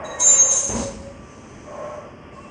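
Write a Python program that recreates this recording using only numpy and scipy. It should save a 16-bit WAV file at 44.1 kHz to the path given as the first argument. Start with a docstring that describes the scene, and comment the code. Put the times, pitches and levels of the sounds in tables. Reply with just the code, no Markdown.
"""A burst of compressed air hisses and whistles from the exhaust port of a bottle printing machine.
The valve snaps, and five high tones take turns to dominate over the jet. Meanwhile a carriage
slides, ringing with friction, and lands with a rattling thud. Later it makes a shorter stroke,
then a faint one as a drive whines. A motor hums throughout the workshop and a little air leaks."""
import sys
import numpy as np
from scipy import signal
from scipy.fft import rfft, irfft
from scipy.io import wavfile
from scipy.ndimage import uniform_filter1d

SR = 44100
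rng = np.random.default_rng(int(sys.argv[2]) if len(sys.argv) > 2 else 0)


def inscribe(sig):
    """Save sig as 16-bit PCM at rate SR to the path in sys.argv[1].

    A 1-D sig is mono; a 2-D sig holds one channel per row.
    Samples are clipped to [-1, 1] before scaling.
    """
    pcm = np.round(np.clip(np.atleast_2d(sig).T, -1, 1) * 32767)
    wavfile.write(sys.argv[1], SR, pcm.astype(np.int16))


N = 110250


def undb(db):
    """Decibels to gain."""
    return 10 ** (np.asarray(db) / 20)


def clock():
    """Sample times in seconds."""
    return np.arange(N) / SR


def unit(x):
    """Scale to rms 1."""
    return x / np.sqrt(np.mean(x ** 2))


def noise(spectrum):
    """Noise of rms 1, shaped by (Hz, dB) points."""
    hz, db = np.array(spectrum, float).T
    log_f = np.log(np.maximum(np.fft.rfftfreq(N, 1 / SR), 1))
    low_cut_db = 20 * np.maximum(np.log(hz[0]) - log_f, 0)
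    gain = undb(np.interp(log_f, np.log(hz), db) - low_cut_db)
    return unit(irfft(rfft(rng.standard_normal(N)) * gain, N))


def ring(hz, width_hz):
    """A resonance driven by turbulence or friction."""
    f = np.maximum(np.fft.rfftfreq(N, 1 / SR), 1)
    detuning = .5 * hz / width_hz * (f / hz - hz / f)
    return unit(irfft(rfft(rng.standard_normal(N)) / (1 + 1j * detuning) ** 2, N))


def walk(per_s):
    """Smooth random wander of rms 1."""
    span = max(int(SR / per_s), 2)
    return unit(uniform_filter1d(uniform_filter1d(rng.standard_normal(N), span), span))


def curve(points):
    """Gain along (seconds, dB) points, fading beyond their ends."""
    times, db = np.array(points, float).T
    t = clock()
    beyond_s = np.maximum(times[0] - t, 0) + np.maximum(t - times[-1], 0)
    return undb(np.interp(t, times, db)) * np.exp(-20 * beyond_s)


def gate(start_s, end_s, attack_s, release_s):
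    """Rise centred on the start, hold, exponential release."""
    t = clock()
    rise = np.clip((t - start_s) / attack_s + .5, 0, 1)
    return rise * np.exp(-np.maximum(t - end_s, 0) / release_s)


def tone(hz, waver_hz, per_s):
    """A sine of rms 1 whose pitch wavers."""
    return np.sqrt(2) * np.sin(2 * np.pi * np.cumsum(hz + waver_hz * walk(per_s)) / SR)


def room(x, tail_db=-9.5, t60_s=0.99):
    """Add a diffuse tail from the workshop walls."""
    t = clock()
    tail = rng.standard_normal(N) * np.exp(-np.log(1000) * t / t60_s) * np.minimum(t / 0.017, 1)
    return x + undb(tail_db) * signal.fftconvolve(x, tail / np.linalg.norm(tail))[:N]


# Machine noise and faint hiss. Each row: frequency in Hz, relative level in dB.
SHOP_SPECTRUM = [(25, -18.5), (48, -4), (80, -1.5), (140, -1.5), (170, -4.5), (215, -1), (370, -4.5),
                 (590, -9), (700, -13), (940, -13.5), (1070, -13), (1330, -17.5), (2200, -20),
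                 (2700, -21.5), (3300, -27), (3700, -48.5)]
HISS_SPECTRUM = [(3000, 5.5), (3800, -19), (5000, 8), (6300, -5), (8000, -10.5), (8900, -14.5),
                 (9400, -26.5)]
# Motor lines. Each row: frequency in Hz, level in dB.
MOTOR_LINES = [(193.8, -66), (220.7, -55.5), (581.4, -56), (1163, -55), (1744, -71)]


def workshop():
    """Steady motor hum, machine noise and hiss; a slight air leak midway."""
    hum = sum(undb(db) * tone(hz, waver_hz=1.5, per_s=12.8) * undb(2.4 * walk(12))
              for hz, db in MOTOR_LINES)
    leak = ring(6150, width_hz=350) * undb(-58.5) * gate(1.23, 1.973, attack_s=.11, release_s=.11)
    machines = noise(SHOP_SPECTRUM) * undb(-41.5 + 0.74 * walk(21))
    hiss = noise(HISS_SPECTRUM) * undb(-65)
    return machines + hiss + hum + leak


# Each row: time in seconds, pitch in Hz, level in dB.
WHINE_PATH = [(2.121, 2590, -80), (2.231, 2622, -66), (2.38, 2690, -61), (2.479, 2700, -52)]


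def drive_whine():
    """A drive speeds up quietly."""
    times, hz, db = np.array(WHINE_PATH, float).T
    whine = tone(np.interp(clock(), times, hz), waver_hz=28.4, per_s=200)
    return whine * curve(np.c_[times, db]) * undb(1.5 * walk(50))


# Each row: start in seconds, end in seconds, pitch in Hz, level in dB.
GUIDE_SQUEAKS = [(0.028, 0.17, 1875, -42), (0.44, .42, 2000, -42.5), (0.16, 0.4, 2170, -49),
                 (0.073, .1, 1135, -40.5), (0.19, .23, 985, -39), (1.794, 2.03, 1330, -53),
                 (2.34, 2.428, 1085, -47.5)]


def guide_squeaks():
    """The carriage guides squeak thinly."""
    out = 0
    for start_s, end_s, hz, db in GUIDE_SQUEAKS:
        squeak = tone(hz, waver_hz=15.14, per_s=90) * undb(db + 4.7 * walk(50))
        out += squeak * gate(start_s, end_s, attack_s=.032, release_s=.035)
    return out


# Each row: start in seconds, end in seconds, level in dB, main ring in Hz, upper ring in Hz,
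# relative scrape level in dB.
CARRIAGE_STROKES = [(-.1, 0.152, -38.5, 618, 1105, 3.5), (.22, 0.558, -37, 548.6, 1070, -1.5),
                    (1.695, 1.935, -37, 594.6, 1080, -3.5), (2.32, 2.46, -58, 593, 1058, -7)]
# Each row: frequency in Hz, relative level in dB.
SCRAPE_SPECTRUM = [(200, -12), (400, -12.5), (520, 0), (700, -7.5), (850, -2.5), (1100, -15), (1350, -15),
                   (1700, -14), (2500, -22.5), (4000, -48.5)]


def carriage_slide(core_db=-1, upper_db=-6):
    """Sliding friction excites a broad scrape and two rings, each with a singing core."""
    out = 0
    for start_s, end_s, db, main_hz, upper_hz, scrape_db in CARRIAGE_STROKES:
        main = ring(main_hz, width_hz=70) + undb(core_db) * tone(main_hz, waver_hz=11.16, per_s=54)
        upper = ring(upper_hz, width_hz=55) + undb(core_db) * tone(upper_hz, waver_hz=12, per_s=60)
        stroke = main + undb(upper_db) * upper + undb(scrape_db) * noise(SCRAPE_SPECTRUM)
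        out += stroke * undb(db) * gate(start_s, end_s, attack_s=.12, release_s=.11)
    return out


# Each row: start in seconds, level in dB.
LANDING_KNOCKS = [(0.693, -27), (0.711, -28.5), (0.733, -25), (0.752, -29), (0.761, -30.5), (.797, -25)]
# Each row: frequency in Hz, relative level in dB.
KNOCK_SPECTRUM = [(30, -38), (50, 2.5), (75, -2.5), (110, 1.5), (160, -6.5), (220, 3.5), (330, -7),
                  (480, -4), (700, -10.5), (1000, -10), (1400, -21.5), (2500, -24), (5000, -38)]
# Each row: time in seconds, level in dB.
FRAME_LEVELS = [(.5, -37), (.6, -38.5), (.7, -40.5), (.77, -34), (.88, -29), (.96, -49), (1.07, -36.5),
                (1.15, -48.5), (1.3, -72)]


def carriage_landing(boom_hz=148, boom_db=-7.5, frame_hz=550.6):
    """The carriage lands: dull knocks, their low boom in the room, and the ringing frame."""
    def envelope(attack_s, decay_s):
        powers = [(undb(db) * gate(s, s, attack_s, decay_s)) ** 2 for s, db in LANDING_KNOCKS]
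        return np.sqrt(sum(powers))

    knocks = noise(KNOCK_SPECTRUM) * envelope(attack_s=.002, decay_s=.058)
    lowpass = signal.butter(2, boom_hz, fs=SR, output="sos")
    boom = signal.sosfilt(lowpass, noise(KNOCK_SPECTRUM)) * envelope(attack_s=.01, decay_s=.27)
    thud = room(knocks) + undb(boom_db) * boom
    frame = tone(frame_hz, waver_hz=3.76, per_s=40) * curve(FRAME_LEVELS)
    return thud + frame


# Each row: start in seconds, end in seconds, level in dB, attack in seconds, release in seconds.
AIR_RUSHES = [(.055, .16, -60.5, .015, 0.054), (.51, 0.595, -55, 0.075, 0.12),
              (0.752, 0.841, -37.5, .05, 0.054), (.9, 1.052, -61, .05, 0.11), (1.255, 1.95, -61, 0.13, .08),
              (2.332, 2.505, -61, 0.038, 0.046)]
# Each row: frequency in Hz, relative level in dB.
RUSH_SPECTRUM = [(2000, -27), (3000, -10), (3800, -5.5), (5000, 0.5), (6200, 2), (8000, 0.5), (9000, -4),
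                 (9600, -24.5)]
ROAR_SPECTRUM = [(120, -2), (250, 0.5), (500, -1.5), (1300, 4), (2200, 1.5), (3000, 2), (3600, -7),
                 (4300, -10), (5200, 0), (6000, -26)]


def air_rush():
    """Broad rushes as the port empties and leaks, with one lower roar of moving air."""
    envelope = sum(undb(db) * gate(start_s, end_s, attack_s, release_s)
                   for start_s, end_s, db, attack_s, release_s in AIR_RUSHES)
    rush = noise(RUSH_SPECTRUM) * envelope
    roar = noise(ROAR_SPECTRUM) * undb(-34.5) * gate(.26, .31, attack_s=.17, release_s=.22)
    return room(rush + roar)


# Each row: start in seconds, level in dB, decay in seconds.
VALVE_SNAPS = [(0.045, -47, 0.019), (0.202, -23.5, 0.0046), (.29, -22.5, 0.011)]
# Each row: time in seconds, level in dB.
FLOW_LEVELS = [(0.02, -91), (0.045, -55), (0.185, -51), (0.203, -22.5), (0.24, -27), (0.31, -48),
               (0.37, -67), (0.48, -55), (0.515, -22), (0.6, -23.5), (0.64, -27.5), (0.74, -33.5),
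               (0.83, -38), (0.95, -59.5), (1.15, -63.5), (1.4, -77)]
# Each row: frequency in Hz, relative level in dB.
JET_SPECTRUM = [(1500, -21), (3000, -22), (3600, -20), (4500, -23.5), (5500, -14.5), (6050, -13),
                (6250, -4.5), (6400, 10.5), (6540, 6), (6670, -3.5), (6790, 1.5), (6920, -6), (7230, 2),
                (7600, -9), (9000, -11), (9800, -18)]


def port_jet():
    """The jet hisses with the flow through the port and spikes as the valve snaps."""
    hiss = noise(JET_SPECTRUM)
    flow = curve(FLOW_LEVELS) * undb(1.5 * walk(70))
    snaps = sum(undb(db) * gate(s, s, attack_s=.0015, release_s=decay_s)
                for s, db, decay_s in VALVE_SNAPS)
    return hiss * (flow + snaps)


# Pitch of each port tone.
PORT_TONES_HZ = [7157, 6477, 6289, 3881, 5712]
# One curve per tone. Each row: time in seconds, level in dB.
PORT_TONE_LEVELS = [
    [(0.17, -72), (0.186, -51), (0.206, -26), (0.232, -26.5), (0.272, -12.5), (0.344, -12), (0.4, -28),
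     (0.474, -19.5), (0.504, -30.5), (0.548, -21.5), (0.694, -44), (0.75, -52)],
    [(0.02, -107), (0.042, -50), (0.126, -45), (0.174, -65), (0.202, -51), (0.218, -20.5), (0.244, -16),
     (0.364, -25.5), (0.4, -9.5), (0.42, -11), (0.474, -26), (0.516, -14.5), (0.554, -35.5), (0.57, -21),
     (0.8, -50)],
    [(.28, -49), (.32, -31), (.47, -44), (.5, -30), (.515, -38), (.56, -27.5), (.6, -28), (.635, -37),
     (.72, -31), (.76, -47), (.83, -38.5), (.92, -48.5), (1.0, -73)],
    [(.03, -93), (.055, -36), (.09, -56.5), (.115, -41.5), (.19, -58), (.21, -36), (.23, -32),
     (.268, -49.5), (.292, -29), (.32, -44.5), (.41, -36.5), (.435, -47), (.535, -41.5), (.7, -56.5),
     (.85, -54)],
    [(.2, -60), (.25, -45), (.3, -41), (.42, -50), (.47, -57), (.52, -44.5), (.6, -42), (.65, -62)],
]


def port_whistle(flutter=.12, skirt_db=-19):
    """The port's tones flutter in the jet; turbulence widens each by a rough skirt."""
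    out = 0
    for hz, levels in zip(PORT_TONES_HZ, PORT_TONE_LEVELS):
        core = tone(hz, waver_hz=6, per_s=60) * (1 + flutter * walk(130))
        skirt = undb(skirt_db) * ring(hz, width_hz=200)
        out += (core + skirt) * curve(levels)
    return out


def scene():
    """Exhaust, carriage and background in mono."""
    exhaust = port_whistle() + port_jet() + air_rush()
    carriage = carriage_slide() + guide_squeaks() + carriage_landing()
    return (exhaust + carriage + drive_whine() + workshop())[None]


def record(dry):
    """Steep low-pass at 9800 Hz."""
    return signal.sosfilt(signal.ellip(10, .2, 80, 9800, fs=SR, output="sos"), dry)


dry = scene()
out = record(dry)
inscribe(out)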